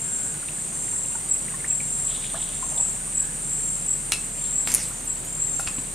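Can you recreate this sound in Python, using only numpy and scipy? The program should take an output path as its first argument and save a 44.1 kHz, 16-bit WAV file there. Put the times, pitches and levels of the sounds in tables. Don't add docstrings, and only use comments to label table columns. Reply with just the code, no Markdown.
import sys
import numpy as np
from scipy import signal
from scipy.fft import rfft, irfft
from scipy.io import wavfile

SR = 44100
rng = np.random.default_rng(int(sys.argv[2]) if len(sys.argv) > 2 else 0)


def master_out(mix):
    frames = np.transpose(np.atleast_2d(mix))
    ceiling = np.clip(frames, -1, 1)
    pcm = np.round(ceiling * 32767).astype(np.int16)
    wavfile.write(sys.argv[1], SR, pcm)


N = 261954
T = np.arange(N) / SR
BINS = np.fft.rfftfreq(N, 1 / SR)
EDGE_HZ = 15600

# (pitch [Hz], time to fall by 60 dB [s])
FOREST_T60 = [(200, 0.36), (2500, 0.31), (8000, 0.29), (14000, 0.067)]

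# (pitch [Hz], relative level [dB per Hz])
AIR_COLOUR = [(20, -19), (70, -7), (110, -2.5), (150, 2.5), (200, -2), (310, -7.5), (700, -10.5),
              (1300, -14), (2100, -15), (2600, -16), (3300, -18), (5000, -22), (11000, -22), (15500, -29.5)]
AIR_DB = -39.5
# (pitch [Hz], correlation [-1 to 1])
AIR_LIKENESS = [(60, 0.98), (170, 0.99), (350, 0.54), (700, 0.035), (1500, 0.07), (3000, 0.13),
                (6000, 0.76), (10000, 1), (11500, 1)]
# (pitch [Hz], level before the swell [dB])
THROB_TONES = [(34.8, -45), (57.3, -58), (145.5, -54)]
# (time [s], gain [dB])
THROB_SWELL = [(0, -7), (1.3, -4), (2.3, 0), (5.9, 0)]

# (pitch [Hz], relative level [dB per Hz])
CICADA_COLOUR = [(5400, -34.5), (6250, -21), (6550, -26.5), (7000, -16.5), (7900, -7), (8100, -13.5),
                 (8300, -4.5), (8680, -3.5), (8850, -1.1), (8970, -2), (9170, -7.1), (9450, -18.1),
                 (9850, -21.1), (11000, -52)]
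# (time [s], level before gain_db [dB])
CICADA_LEVEL = [(0, -32), (2.8, -31.4), (4.0, -32), (4.7, -33), (4.85, -31.5), (5.0, -35.5), (5.94, -34)]

FAR_DRONE_HZ, FAR_DRONE_DB, FAR_DRONE_SWAY_DB = 6835, -46.5, 1.5
# (start [s], length [s], pitch [Hz], level before the ears are blended [dB])
FAR_CALLS = [(0.62, 0.39, 6400, -46.5), (2.16, .22, 7300, -42), (2.615, .16, 6370, -43),
             (3.974, 0.12, 7340, -39), (4.89, 0.21, 6370, -45), (4.913, .14, 7200, -42),
             (5.494, 0.1, 6320, -45), (5.82, .16, 7250, -41)]

# (start [s], length [s], pitch [Hz], level before echoes [dB])
BIRD_CALLS = [(0.024, .38, 1580, -55.5), (3.179, 0.14, 1646, -52.5)]

# (pitch [Hz], level before softening [dB], time to fall by 60 dB [s])
TICK_MODES = [(2095, -45, .024), (2610, -41.5, 0.019), (2810, -41.5, 0.022)]
TICKS_PER_S = 25

# (time [s], level [dB], starting pitch [Hz], rise [octaves per s])
PLIPS = [(.426, -32.5, 1386, 8), (.483, -30, 3480, 30), (.486, -28, 2480, 32), (0.879, -34, 1600, 98),
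         (.929, -34.5, 858, 44), (1.05, -32, 2750, 5), (1.151, -31.5, 895, 3), (1.152, -32, 1454, 1),
         (1.48, -29, 1665, 82), (1.538, -32, 1063, 5), (1.542, -32, 1830, 0), (1.602, -32, 2110, 5),
         (1.643, -24, 1640, 60), (1.714, -30.5, 2420, 22), (1.803, -23, 2340, -5), (2.241, -27, 2160, 80),
         (2.342, -29, 640, 4.5), (2.343, -27.5, 990, 72), (2.626, -25, 1010, 5.5), (2.777, -25, 3530, 1.5)]
BUBBLE_CYCLES = 59
# (crest [s], rise [s], level [dB])
SLOSHES = [(2.35, 0.026, -45), (2.8, .18, -45.5)]
SLOSH_FALL_DB_PER_S = 90

TRILLS = [-.11, .74, 1.68, 2.54, 3.41, 4.31, 5.27]
TRILL_S, TRILL_PULSES_PER_S = .44, 42
TRILL_HZ, TRILL_DB = 7483, -24.5
TRILL_SAG_HZ, TRILL_SAG_DB, TRILL_SKEW = 64.4, 6.5, 1.2

# (strongest pulse [s], swell [s], level before gain_db [dB])
CHIRPS = [(.25, 0.074, -28.5), (.596, .064, -27.5), (.966, .046, -26.5), (1.319, 0.038, -15.5),
          (1.709, .044, -17.5), (2.074, 0.035, -19.2), (2.418, .04, -26.5), (2.807, 0.052, -18),
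          (3.204, 0.083, -17), (3.532, 0.051, -24.5), (3.914, 0.079, -18.5), (4.243, 0.071, -28.5),
          (4.587, .077, -19.5), (4.86, 0.057, -27), (5.104, 0.045, -18.5), (5.427, .042, -20),
          (5.773, 0.066, -26.5)]
CHIRP_HZ, CHIRP_PULSES_PER_S = 7680, 40.4

# (fastest moment [s], speeding up [s], slowing down [s], top pitch [Hz], level [dB])
SWINGS = [(4.47, .18, 0.16, 3570, -50), (4.75, .125, .16, 6740, -38)]
SWING_SLOW_SHARE = .45
SWING_LOUDNESS_POWER = 1.7

WIND_CREST_S, WIND_RISE_S, WIND_HOLD_S, WIND_FALL_DB_PER_S = 2.1, 0.042, 0.43, 120
WIND_HZ, WIND_DB = 3474, -46.5

SPOOL_CREST_S, SPOOL_RISE_S, SPOOL_HOLD_S, SPOOL_FALL_DB_PER_S = 4.695, .034, .06, 99
SPOOL_DB = -33

# (time [s], level [dB], time to fall by 60 dB [s], brightness [dB per octave])
KNOCKS = [(4.1201, -5.5, 0.0056, 3.5), (4.1214, -12.5, 0.021, 1), (4.13, -21, 0.096, 3.5),
          (4.6744, -7.5, 0.0029, 1.5), (4.7184, -12, .005, 11), (5.595, -30, 0.22, 9.5),
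          (5.669, -28, 0.019, -2), (5.674, -21, 0.021, -2.5), (5.679, -32, 0.11, 0),
          (5.783, -25, 0.034, -6.5)]
# (pitch [Hz], relative level [dB per Hz])
REEL_COLOUR = [(200, -5.5), (700, -13), (1000, -8.5), (1700, -6), (2250, -5), (2620, 9), (3100, -6.5),
               (3900, -3.5), (4600, -6), (5600, -6), (8000, -6), (11000, -9), (13000, -37), (16000, -24)]
REEL_LEFT_DB = 1.1
# (pitch [Hz], level [dB], time to fall by 60 dB [s])
WIRE_MODES = [(2640, -21.5, .12)]
BAIL_S = 5.596
# (pitch [Hz], level [dB], time to fall by 60 dB [s])
BAIL_MODES = [(797, -27.5, 0.035), (1080, -32, .03), (1410, -24.5, 0.033)]

# (time [s], level [dB], time to fall by 60 dB [s])
SLAPS = [(4.7396, -6.5, 0.015), (4.7474, -2.5, 0.015), (4.755, -13, 0.013)]
# (pitch [Hz], relative level [dB per Hz])
ROD_RING_COLOUR = [(2000, -44), (5000, -17), (7000, -4.5), (8500, -3.5), (9600, 6.5), (11300, -4),
                   (12500, -8), (16000, -24)]
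# (time [s], gain on the tones below [dB])
TINKLES = [(4.886, -37), (5.046, -39), (5.248, -36)]
# (pitch [Hz], relative level [dB], time to fall by 60 dB [s])
TINKLE_MODES = [(10750, -1, 0.08), (11950, -2.5, 0.08)]


def amp(db):
    return 10 ** (np.asarray(db) / 20)


def unit(x):
    return x / np.sqrt(np.mean(abs(x) ** 2) + 1e-20)


def at_hz(points, hz):
    f, value = np.transpose(points)
    return np.interp(np.log(hz + 1), np.log(f + 1), value)


def curves(rows, t):
    s, *columns = np.transpose(rows)
    return [np.interp(t, s, column) for column in columns]


def add(mix, s, sound):
    part = mix[max(round(s * SR), 0):][:len(sound)]
    part += sound[:len(part)]


def wander(hz):
    spectrum = rfft(rng.standard_normal(N))
    return unit(irfft(spectrum * np.exp(-(BINS / hz) ** 2), N))


def fuzzy_tone(hz, width_hz):
    phase = 2 * np.pi * np.cumsum(hz * np.ones(N)) / SR
    return unit(wander(width_hz) * np.cos(phase) + wander(width_hz) * np.sin(phase))


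def stereo_noise(spectrum, same):
    mid, side = rfft(rng.standard_normal((2, N))) * amp(at_hz(spectrum, BINS))
    same = np.clip(same, -1, 1)
    mid = mid * np.sqrt(1 + same)
    side = side * np.sqrt(1 - same)
    return unit(irfft(np.array([mid + side, mid - side]), N))


def forest(x, wet_db, spread):
    size = (2, SR // 2)
    taps = rng.standard_normal(size) * (rng.random(size) < 2500 / SR)
    taps[:, :SR // 200] = 0
    hz, t, z = signal.stft(taps, SR, nperseg=256)
    fade = amp(-60 * t / at_hz(FOREST_T60, hz)[:, None])
    mid, side = signal.istft(z * fade, SR, nperseg=256)[1]
    tails = np.array([mid + spread * side, mid - spread * side])
    echoes = signal.fftconvolve(x[None], tails, axes=1)[:, :N]
    return x + amp(wet_db) * np.std(x) * unit(echoes)


def pulses(turns, sharpness, floor):
    return floor + (1 - floor) * abs(np.cos(np.pi * turns)) ** sharpness


def envelope(crest_s, rise_s, hold_s, fall_db_per_s):
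    rise_db = -20 * (np.minimum(T - crest_s, 0) / rise_s) ** 2
    fall_db = -fall_db_per_s * np.maximum(T - crest_s - hold_s, 0)
    return amp(rise_db + fall_db)


def ringing(modes):
    t = np.arange(SR // 8) / SR
    return sum(amp(db - 60 * t / t60) * np.sin(2 * np.pi * hz * t) for hz, db, t60 in modes)


def strike(spectrum, t60, tilt_db, attack_s):
    t, hz = np.arange(8192) / SR, np.fft.rfftfreq(8192, 1 / SR)
    tilt = tilt_db * np.log2(np.maximum(hz, 300) / 3000)
    colour = amp(at_hz(spectrum, hz) + tilt)
    body = irfft(colour * np.exp(2j * np.pi * rng.random(len(hz))))
    fade = amp(-60 * t / t60) * (1 - np.exp(-t / attack_s))
    return unit(body * fade) * np.sqrt(np.mean(fade ** 2))


def air():
    throb = np.zeros(N)
    for hz, db in THROB_TONES:
        wavering_hz = hz * (1 + 0.0054 * wander(2.3))
        throb += amp(db) * unit(np.sin(2 * np.pi * np.cumsum(wavering_hz) / SR))
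    swell_db, = curves(THROB_SWELL, T)
    wash = stereo_noise(AIR_COLOUR, at_hz(AIR_LIKENESS, BINS)) * amp(AIR_DB + 0.37 * wander(17))
    return wash + throb * amp(swell_db)


def cicadas(buzz_hz=146, buzz_depth=0.11, flutter_db=0.35, gain_db=0.9, echo_db=-9):
    turns = np.cumsum(buzz_hz + 4.35 * wander(3.24)) / SR
    buzz = 1 + buzz_depth * np.cos(2 * np.pi * turns) + 0.035 * np.cos(4 * np.pi * turns)
    sizzle = stereo_noise(CICADA_COLOUR, 0.87) * buzz
    mid = sizzle.mean(0)
    echoed = sizzle - mid + forest(mid, echo_db, spread=0.99)
    level_db, = curves(CICADA_LEVEL, T)
    return unit(echoed) * amp(level_db + gain_db + flutter_db * wander(25))


def far_song(hz, pulses_per_s):
    blur = []
    for _ in range(2):
        slow = wander(50) + 1j * wander(50)
        fast = wander(170) + 1j * wander(170)
        blur.append(unit(slow + .7 * fast))
    beat = pulses(pulses_per_s * T + rng.random(), 2, .6)
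    return unit(np.array(blur) * beat) * np.exp(2j * np.pi * hz * T)


def far_singers(pulses_per_s=41, bleed=0.2):
    drone = far_song(FAR_DRONE_HZ, pulses_per_s)
    out = amp(FAR_DRONE_DB + FAR_DRONE_SWAY_DB * wander(1.1)) * unit(drone.real)
    for start, length, hz, db in FAR_CALLS:
        now = (T > start) & (T < start + length)
        borrowed = np.roll(drone, rng.integers(N), axis=1)[:, now]
        tone = (borrowed * np.exp(2j * np.pi * (hz - FAR_DRONE_HZ) * T[now])).real
        out[:, now] += amp(db) * unit(tone) * signal.windows.tukey(now.sum(), .5)
    return (1 - bleed) * out + bleed * out[::-1]


def far_bird(width_hz=150, echo_db=2):
    out = np.zeros(N)
    for start, length, hz, db in BIRD_CALLS:
        size = int(length * SR)
        add(out, start, amp(db) * fuzzy_tone(hz, width_hz)[:size] * signal.windows.tukey(size, .4))
    return forest(out, echo_db, spread=0.97)


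def far_ticking(weak_db=-3, scatter_db=1.5, echo_db=-3, attack_s=0.0019):
    out, tick = np.zeros(N), ringing(TICK_MODES)
    tick = tick * (1 - np.exp(-T[:len(tick)] / attack_s))
    for k, chance in enumerate(rng.standard_normal(int(TICKS_PER_S * N / SR))):
        add(out, k / TICKS_PER_S, amp(weak_db * (k % 2) + scatter_db * chance) * tick)
    return forest(out * (1 + .5 * wander(225)), echo_db, spread=0.58)


def water(small_per_s=14, small_db=-42, rough=0.21):
    out, t = np.zeros(N), np.arange(SR // 10) / SR
    small = []
    for s, size, pitch, rise in rng.random((int(small_per_s * N / SR), 4)):
        small.append((s * N / SR, small_db + 6 * (size - .5), 900 * 3.5 ** pitch, 30 * rise))
    for s, db, hz, rise in PLIPS + small:
        glide = hz * 2 ** np.minimum(rise * t, .8)
        fade = amp(db - 60 * t * hz / BUBBLE_CYCLES) * (1 - np.exp(-t / 0.00091))
        add(out, s, fade * np.sin(2 * np.pi * np.cumsum(glide) / SR))
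        splash_colour = [(hz / 3, -30), (hz, 0), (hz * 1.3, -5), (hz * 2.5, -30)]
        add(out, s, amp(db - 12) * strike(splash_colour, .03, 0, .001))
    laps = sum(amp(db) * envelope(s, rise, 0, SLOSH_FALL_DB_PER_S) for s, rise, db in SLOSHES)
    slosh = laps * amp(3 * wander(50)) * fuzzy_tone(820, 310)
    return forest(out * (1 + rough * wander(440)) + slosh, wet_db=-8, spread=.9)


def trill_singer(rough=0.37):
    out = np.zeros(N)
    waver_hz = 32 * wander(110)
    for start in TRILLS:
        now = (T > start) & (T < start + TRILL_S)
        since = T[now] - start
        sag = 1 - np.sin(np.pi * (since / TRILL_S) ** TRILL_SKEW)
        turns = TRILL_PULSES_PER_S * since + .5
        swing_hz = 62 * np.cos(2 * np.pi * turns) - 25
        hz = TRILL_HZ - TRILL_SAG_HZ * sag + waver_hz[now] + swing_hz
        tone = np.sin(2 * np.pi * np.cumsum(hz) / SR)
        level = amp(TRILL_DB - TRILL_SAG_DB * sag) * pulses(turns, 2.2, .25)
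        out[now] += level * tone * signal.windows.tukey(len(sag), .04)
    heard = forest(out * (1 + rough * wander(160)), wet_db=-2.5, spread=1)
    return heard * amp([[-.4], [.4]])


def near_singer(onset_db=-15, hold_s=0.011, fall_db_per_s=230, tail_db=-13, tail_fall_db_per_s=120, gain_db=2):
    out = np.zeros(N)
    for peak, swell_s, db in CHIRPS:
        t = np.arange(-swell_s, .25, 1 / SR)
        rise_db = onset_db * (np.minimum(t, 0) / swell_s) ** 2
        swell = amp(rise_db - fall_db_per_s * np.maximum(t - hold_s, 0))
        tail = amp(tail_db - tail_fall_db_per_s * abs(t - hold_s))
        turns = CHIRP_PULSES_PER_S * t
        hz = CHIRP_HZ + rng.normal(0, 12.0) + 34 * np.cos(2 * np.pi * turns)
        level = amp(db + gain_db) * np.maximum(swell, tail) * pulses(turns, 2.4, .22)
        tone = np.sin(2 * np.pi * np.cumsum(hz) / SR)
        add(out, peak - swell_s, level * tone * signal.windows.tukey(len(t), .06))
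    heard = forest(out * (1 + .16 * wander(220)), wet_db=-6.5, spread=.7)
    return heard * amp([[.4], [-.4]])


def winding(width_hz=650, ragged_db=3, uneven_db=2):
    rasp = unit(fuzzy_tone(WIND_HZ, width_hz) + .5 * fuzzy_tone(WIND_HZ, 2200))
    level = amp(WIND_DB + ragged_db * wander(140) + uneven_db * wander(27))
    return level * envelope(WIND_CREST_S, WIND_RISE_S, WIND_HOLD_S, WIND_FALL_DB_PER_S) * rasp


def swishes(width_hz=850, ragged_db=3):
    out = np.zeros(N)
    for s, rise, fall, top_hz, db in SWINGS:
        stroke = np.interp(T, [s - rise, s, s + fall], [-1, 0, 1])
        speed = np.cos(np.pi / 2 * stroke).clip(0, 1)
        hz = top_hz * (SWING_SLOW_SHARE + (1 - SWING_SLOW_SHARE) * speed ** 2)
        rush = unit(fuzzy_tone(hz, width_hz) + .5 * fuzzy_tone(hz, 2200))
        out += amp(db) * speed ** SWING_LOUDNESS_POWER * rush
    return out * amp(ragged_db * wander(140))


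def line_running_out():
    colour = [(300, -1), (800, -2), (1500, -4.5), (2200, 4.5),
              (3200, -5.5), (5500, -1), (10500, -0.5), (15000, -19)]
    swell = envelope(SPOOL_CREST_S, SPOOL_RISE_S, SPOOL_HOLD_S, SPOOL_FALL_DB_PER_S)
    return amp(SPOOL_DB + 2.2 * wander(150)) * swell * stereo_noise(colour, 1.0)


def reel_knocks():
    knocks = np.zeros(N)
    for s, db, t60, tilt_db in KNOCKS:
        add(knocks, s, amp(db) * strike(REEL_COLOUR, t60, tilt_db, .0001))
    add(knocks, KNOCKS[0][0], ringing(WIRE_MODES))
    add(knocks, BAIL_S, ringing(BAIL_MODES))
    return knocks


def line_slaps():
    slaps = np.zeros(N)
    for s, db, t60 in SLAPS:
        add(slaps, s, amp(db) * strike(ROD_RING_COLOUR, t60, 0, 0.00047))
    for s, db in TINKLES:
        add(slaps, s, amp(db) * ringing(TINKLE_MODES))
    return slaps


def angler():
    reel = forest(reel_knocks(), wet_db=-9, spread=.5) * amp([[REEL_LEFT_DB], [-REEL_LEFT_DB]])
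    rod = forest(line_slaps() + swishes() + winding(), wet_db=-11.0, spread=.6)
    return reel + rod + line_running_out()


def scene():
    background = air() + cicadas() + far_singers() + far_bird() + far_ticking()
    return background + water() + trill_singer() + near_singer() + angler()


def record(dry):
    low_pass = signal.firwin(511, EDGE_HZ, window=("kaiser", 9), fs=SR)
    return signal.oaconvolve(np.clip(dry, -1, 1), low_pass[None], "same")


dry = scene()
out = record(dry)
master_out(out)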